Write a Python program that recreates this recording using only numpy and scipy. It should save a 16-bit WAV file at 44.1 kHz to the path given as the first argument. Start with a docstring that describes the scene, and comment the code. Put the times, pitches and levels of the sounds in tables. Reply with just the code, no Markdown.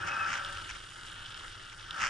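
"""A bicycle drivetrain whirrs in swells as knobbly tyres roll along an asphalt street, heard from the rider's chest.
Grains of slip excite metal resonances and a broad scrape; wavering tones ring and bunched clicks rasp.
The tyres hiss (coloured grains), hum (resonant noise) and flick up grit (decaying bursts).
Road bumps thump as decaying sines; wind rumbles as low noise on the microphone."""
import sys
import numpy as np
from scipy import signal
from scipy.fft import rfft, irfft
from scipy.io import wavfile
from scipy.ndimage import uniform_filter1d

SR = 44100
rng = np.random.default_rng(int(sys.argv[2]) if len(sys.argv) > 2 else 0)


def transcribe(u):
    """Save the signal u as a 16-bit wav file named by the first command-line argument.

    u: samples, shape (n,) or (channels, n), limited to [-1, 1]; the rate is SR.
    q: integer samples, one column per channel.
    """
    v = np.clip(np.atleast_2d(u).T, -1, 1)
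    q = np.round(v * 32767).astype(np.int16)
    wavfile.write(sys.argv[1], SR, q)


N = 92301


def undb(db):
    """Decibels to gain."""
    return 10 ** (np.asarray(db) / 20)


def unit(x):
    """Scale to rms 1."""
    return x / np.sqrt(np.mean(x ** 2))


def curve(rows, after=None):
    """Gain over time from (t/s, level/dB) points; after=0 falls silent past the last one."""
    t, rows = np.arange(N) / SR, np.array(rows)
    gain = undb(np.interp(t, *rows.T))
    return gain if after is None else np.where(t > rows[-1, 0], after, gain)


def over_hz(rows, axis=1):
    """One column of a table on the frequency grid, interpolated over log frequency."""
    rows = np.array(rows)
    f_hz = np.fft.rfftfreq(2 * N, 1 / SR)
    return np.interp(np.log(f_hz + 1), np.log(rows[:, 0]), rows[:, axis])


def filtered(x, gain):
    """Causal minimum-phase filter with the given gain over frequency, scaled to unit mean power."""
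    cepstrum = irfft(np.log(gain))
    cepstrum[1:N] *= 2  # fold onto positive time
    cepstrum[N + 1:] = 0
    response = np.exp(rfft(cepstrum))
    return irfft(rfft(x, 2 * N) * response)[..., :N] / np.sqrt(np.mean(gain ** 2))


def colour(x, rows):
    """Shape by (f/Hz, density/dB) points; white input keeps its power."""
    return filtered(x, undb(over_hz(rows)))


def resonate(x, rows):
    """Ring steep-sided resonances (f/Hz, width/Hz, level/dB), scaled to rms 1."""
    f_hz = np.fft.rfftfreq(2 * N, 1 / SR)
    power = sum(undb(db) ** 2 / (1 + ((f_hz - hz) / width) ** 2 * 2) ** 2 for hz, width, db in rows)
    return unit(filtered(x, np.sqrt(power)))


def walk(rate_hz):
    """Slow random curve of rms 1: noise averaged twice over 1 / rate_hz."""
    k = max(int(SR / rate_hz), 1)
    once = uniform_filter1d(rng.standard_normal(N), k, mode="wrap")
    return unit(uniform_filter1d(once, k, mode="wrap"))


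def grains(per_s, spread_db):
    """Tiny random contacts; one row common to both ports and one that sets them apart."""
    hit = rng.random(N) < per_s / SR
    size = undb(spread_db * rng.standard_normal(N))
    return unit(hit * size * np.sign(rng.standard_normal((2, N))))


def bursts(rows, decay_s):
    """A one-sample snap and a decaying crackle at each (t/s, level/dB)."""
    t = np.arange(N) / SR
    snap, crackle = 5.2, 0.55
    envelope = sum(undb(db) * (t >= s) * np.exp(-np.abs(t - s) / decay_s) for s, db in rows)
    out = crackle * rng.standard_normal((2, N)) * envelope
    for s, db in rows:
        out[0, min(int(s * SR), N - 1)] += snap * undb(db)  # common row
    return out


def squeal(hz, wander_hz, flutter_db):
    """A friction-driven mode whose pitch and strength waver; rms 1."""
    phase = 2 * np.pi * np.cumsum(hz + wander_hz * walk(125)) / SR
    common = np.sin(phase) * undb(flutter_db * np.tanh(walk(175)))
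    apart = np.cos(phase) * walk(90)
    return unit(np.array([common, apart]))


def ports(x, pan_db=0, width=1):
    """Carry common and apart rows to two microphone ports that differ in level and phase."""
    # port difference: f/Hz, left minus right/dB, lead of left/rad
    port_offsets = [(100, -0.6, 0.094), (260, 0.5, -0.79), (430, -0.5, -2.04), (730, 2.5, -1.84),
                    (960, 3.5, -0.76), (1160, -0.5, -1.3), (1310, 4.5, -0.96), (1520, -0.5, -0.31),
                    (1760, 1.5, -0.64), (1990, 4, 0.99), (2560, 2, 0.37), (3250, -3.5, 0.89),
                    (4000, -2, -0.81), (5600, 0, 0.079), (6800, -0.5, 0.75), (10000, -.3, -0.27)]
    # likeness of left and right: f/Hz, correlation/0-1
    port_likeness = [(60, 1), (160, 0.94), (300, 0.46), (650, 0.57), (1000, 0.6), (1300, 0.9), (1700, 0.87),
                     (2020, 0.47), (2550, 0.98), (3400, 0.84), (5000, 0.76), (6500, 0.44), (10000, 0.72)]
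    common, apart = rfft(x, 2 * N)
    like = np.clip(over_hz(port_likeness), 0, 1)
    sign = np.array([[1], [-1]])  # left, right
    pair = common * np.sqrt((1 + like) / 2) + sign * width * apart * np.sqrt((1 - like) / 2)
    level = undb(sign * (over_hz(port_offsets) + pan_db) / 2)
    turn = np.exp(.5j * sign * over_hz(port_offsets, axis=2))
    return irfft(pair * level * turn)[:, :N]


def wind():
    """Low buffeting of the riding wind: noise weighted to the lowest frequencies."""
    # spectrum: f/Hz, density/dB
    wind_colour = [(8, -17), (18, 0), (27, 0), (40, -8), (70, -14.5), (150, -20.5), (300, -32), (1000, -49)]
    # strength: t/s, level/dB
    wind_level = [(0, -58), (.3, -63), (.5, -53.5), (.9, -58.5), (1.2, -56), (1.5, -55.5), (2.09, -58)]
    return curve(wind_level) * unit(colour(rng.standard_normal((2, N)), wind_colour))


def bumps():
    """Road bumps jolt the frame: soft low thumps as decaying sines, alike in both ports."""
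    # jolts: t/s, level/dB
    jolts = np.array([(0.332, -53), (0.541, -53), (0.711, -42), (.765, -50)])
    thump_hz, decay_s = 50, 0.026
    age_s = np.maximum(np.arange(N) / SR - jolts[:, :1], 0)
    return undb(jolts[:, 1]) @ (np.sin(2 * np.pi * thump_hz * age_s) * np.exp(-age_s / decay_s))


def tyres():
    """Tread blocks patter on asphalt, each band flickering alone; they hum via the frame and flick grit."""
    # hiss spectrum: f/Hz, density/dB
    hiss_colour = [(200, -15), (340, -5), (450, -8), (700, -10.5), (1100, -7), (1400, 5), (1700, -3),
                   (2050, -5.5), (2500, -10), (2950, 1.5), (3450, -3), (4200, -9.5), (5100, -10),
                   (6200, -13.5), (8500, -15.5), (11000, -23)]
    # hiss strength: t/s, level/dB
    hiss_level = [(0, -50.5), (.5, -45), (.9, -48.5), (1.25, -48), (1.5, -47.5), (1.7, -50.5),
                  (2.09, -47.5)]
    # flickering bands: low f/Hz, high f/Hz
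    hiss_bands = [(20, 2200), (2200, 4400), (4400, 6500), (6500, 16000)]
    # extra gain of the top band: t/s, level/dB
    treble_level = [(0, -0.5), (.6, -0.5), (.85, 1.5), (1.15, 2), (1.35, -0.5), (1.7, 0), (2.09, -1)]
    # tread hum modes: f/Hz, width/Hz, level/dB
    hum_modes = [(91.6, 10.7, -1), (113.8, 23, -6), (164.5, 11.2, -7), (350, 51, -15.5)]
    # hum strength: t/s, level/dB
    hum_level = [(0, -44.5), (.17, -55), (.3, -54.5), (.55, -55.5), (.9, -58.5), (1.4, -59.5), (1.7, -59.5),
                 (2.09, -59)]
    # flicked grit: t/s, level/dB
    grit_hits = [(.0214, -53), (.4482, -29), (.5716, -39), (1.084, -40.5), (1.2605, -37), (1.266, -40.5),
                 (1.3445, -35.5), (1.376, -35), (1.4805, -37), (1.787, -44), (1.797, -39), (1.9074, -38.5),
                 (1.909, -29.5)]
    # grit spectrum: f/Hz, density/dB
    grit_colour = [(300, -30), (2300, -15), (2900, 9.5), (3700, 6), (4500, -3), (5200, -1.5), (6000, -15),
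                   (11000, -21.5)]
    flutter_db, drift_db, fine_grit_db = 1.73, 1.25, -59.5

    f_hz = np.fft.rfftfreq(2 * N, 1 / SR)
    patter = rfft(colour(grains(per_s=8000, spread_db=4.0), hiss_colour), 2 * N)
    bands = []
    for low_hz, high_hz in hiss_bands:
        band = irfft(patter * (f_hz >= low_hz) * (f_hz < high_hz))[:, :N]
        bands.append(band * undb(flutter_db * walk(135) + drift_db * walk(13.4)))
    hiss = sum(bands[:-1]) + bands[-1] * curve(treble_level)
    hum = resonate(rng.standard_normal((2, N)), hum_modes) * curve(hum_level)
    grit = bursts(grit_hits, decay_s=0.0015) + undb(fine_grit_db) * grains(per_s=70, spread_db=3)
    return hiss * curve(hiss_level) + hum + colour(grit, grit_colour)


def rattles():
    """Brief swells of coarse clicks that bunch at an uneven rate, with a few harder knocks."""
    # swells: centre t/s, half length to 1/e /s, level/dB
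    rasp_swells = [(.082, 0.017, -39), (0.326, 0.053, -38), (0.377, 0.0054, -47), (0.622, 0.0072, -55),
                   (0.701, .016, -42.5), (.755, .012, -46.5), (0.918, .012, -55), (1.726, 0.0087, -48.5),
                   (1.805, .012, -52), (2.041, 0.048, -34)]
    # spectrum: f/Hz, density/dB
    rasp_colour = [(100, -14.5), (600, -23), (950, -7), (1080, -7), (1300, -4), (1650, -1), (1880, -3.5),
                   (2150, -1), (3100, -6), (3800, -31.5), (4500, -16), (5500, -10), (7000, -15.5),
                   (8200, -23), (11000, -48)]
    # knocks: t/s, level/dB
    knock_hits = [(.3305, -24), (.371, -37), (.38, -32.5), (.693, -44), (.710, -34), (2.0065, -30),
                  (2.015, -28), (2.0205, -24), (2.0298, -28), (2.039, -23), (2.0485, -24.5), (2.055, -28),
                  (2.0695, -24)]
    rattle_hz, depth, decay_cycles = 107.5, 1.6, 0.22

    t = np.arange(N) / SR
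    swell = sum(undb(db) * np.exp(-((t - s) / half_s) ** 2) for s, half_s, db in rasp_swells)
    phase_cycles = np.cumsum(rattle_hz * (1 + .15 * walk(60))) / SR % 1
    bunch = unit(1 + depth * np.exp(-phase_cycles / decay_cycles))
    clicks = grains(per_s=4000, spread_db=1) * bunch * swell
    return colour(clicks + bursts(knock_hits, decay_s=0.001), rasp_colour)


def drivetrain():
    """Dense slips ring the metal and scrape; three wavering friction-driven modes sound over them."""
    # friction: t/s, level/dB
    whirr_level = [(0, -40), (.03, -38.5), (.12, -35), (.2, -35), (.27, -36), (.32, -37), (.41, -40),
                   (.52, -44.5), (.6, -48), (.66, -50.5), (.92, -63), (1.18, -48.5), (1.5, -60.5),
                   (1.7, -58), (1.85, -55), (1.9, -48.5), (1.98, -39.5), (2.04, -33.5), (2.09, -40.5)]
    # metal resonances: f/Hz, width/Hz, level/dB
    body_modes = [(561, 62, -15.5), (794.5, 46, -13), (925, 75, -13), (1190, 62, -6.5), (1274, 46, -3),
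                  (1346, 24, -1.5), (1408.5, 39, -1), (1492, 124, -6), (1562, 91, -2.5), (1700, 55, -7),
                  (1795, 80, -8.5)]
    # broad scrape: f/Hz, density/dB
    scrape_colour = [(100, -16), (250, -5), (450, -11), (800, -0.5), (1080, -2.5), (1300, -3), (1750, -5.5),
                     (1950, -4.5), (2900, -1), (4200, -20), (5300, -9.5), (7500, -24), (11000, -36)]
    # singing mode: t/s, level/dB
    sing_level = [(0, -46), (.15, -56), (.19, -39), (.235, -37), (.28, -33.5), (.31, -44.5), (.43, -46.5),
                  (.56, -51.5), (.595, -43.5), (.63, -63), (1.0, -74), (1.86, -66), (1.945, -46),
                  (2.03, -39.5), (2.09, -46)]
    # thin ring of rubbing metal: t/s, level/dB
    ring_level = [(0, -67), (.025, -43.5), (.055, -52), (.09, -46.5), (.135, -41.5), (.155, -48),
                  (.21, -42.5), (.27, -53), (.4, -68)]
    # faint low mode: t/s, level/dB
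    drone_level = [(0, -60), (.3, -69), (.45, -57), (.58, -60), (.68, -80)]
    slips_per_s, scrape_db = 2500, -9

    body = resonate(grains(slips_per_s, spread_db=2), body_modes)
    scrape = undb(scrape_db) * colour(grains(slips_per_s, spread_db=3.5), scrape_colour)
    sing = squeal(hz=1330, wander_hz=14.1, flutter_db=2) * curve(sing_level)
    ring = squeal(hz=2552, wander_hz=42.8, flutter_db=7) * curve(ring_level, after=0)
    drone = squeal(hz=568, wander_hz=16.7, flutter_db=2) * curve(drone_level, after=0)
    return (body + scrape) * curve(whirr_level) + sing + ring + drone


def scene():
    """The whole bicycle and the wind at the microphone."""
    rolling = ports(drivetrain() + tyres() + wind())
    rasping = ports(rattles(), pan_db=-1.5, width=1.36)
    return rolling + rasping + bumps()


def record(dry):
    """A steep elliptic low-pass cuts the top."""
    top_hz = 11150
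    return signal.sosfilt(signal.ellip(12, .1, 70, top_hz, fs=SR, output="sos"), dry)


dry = scene()
out = record(dry)
transcribe(out)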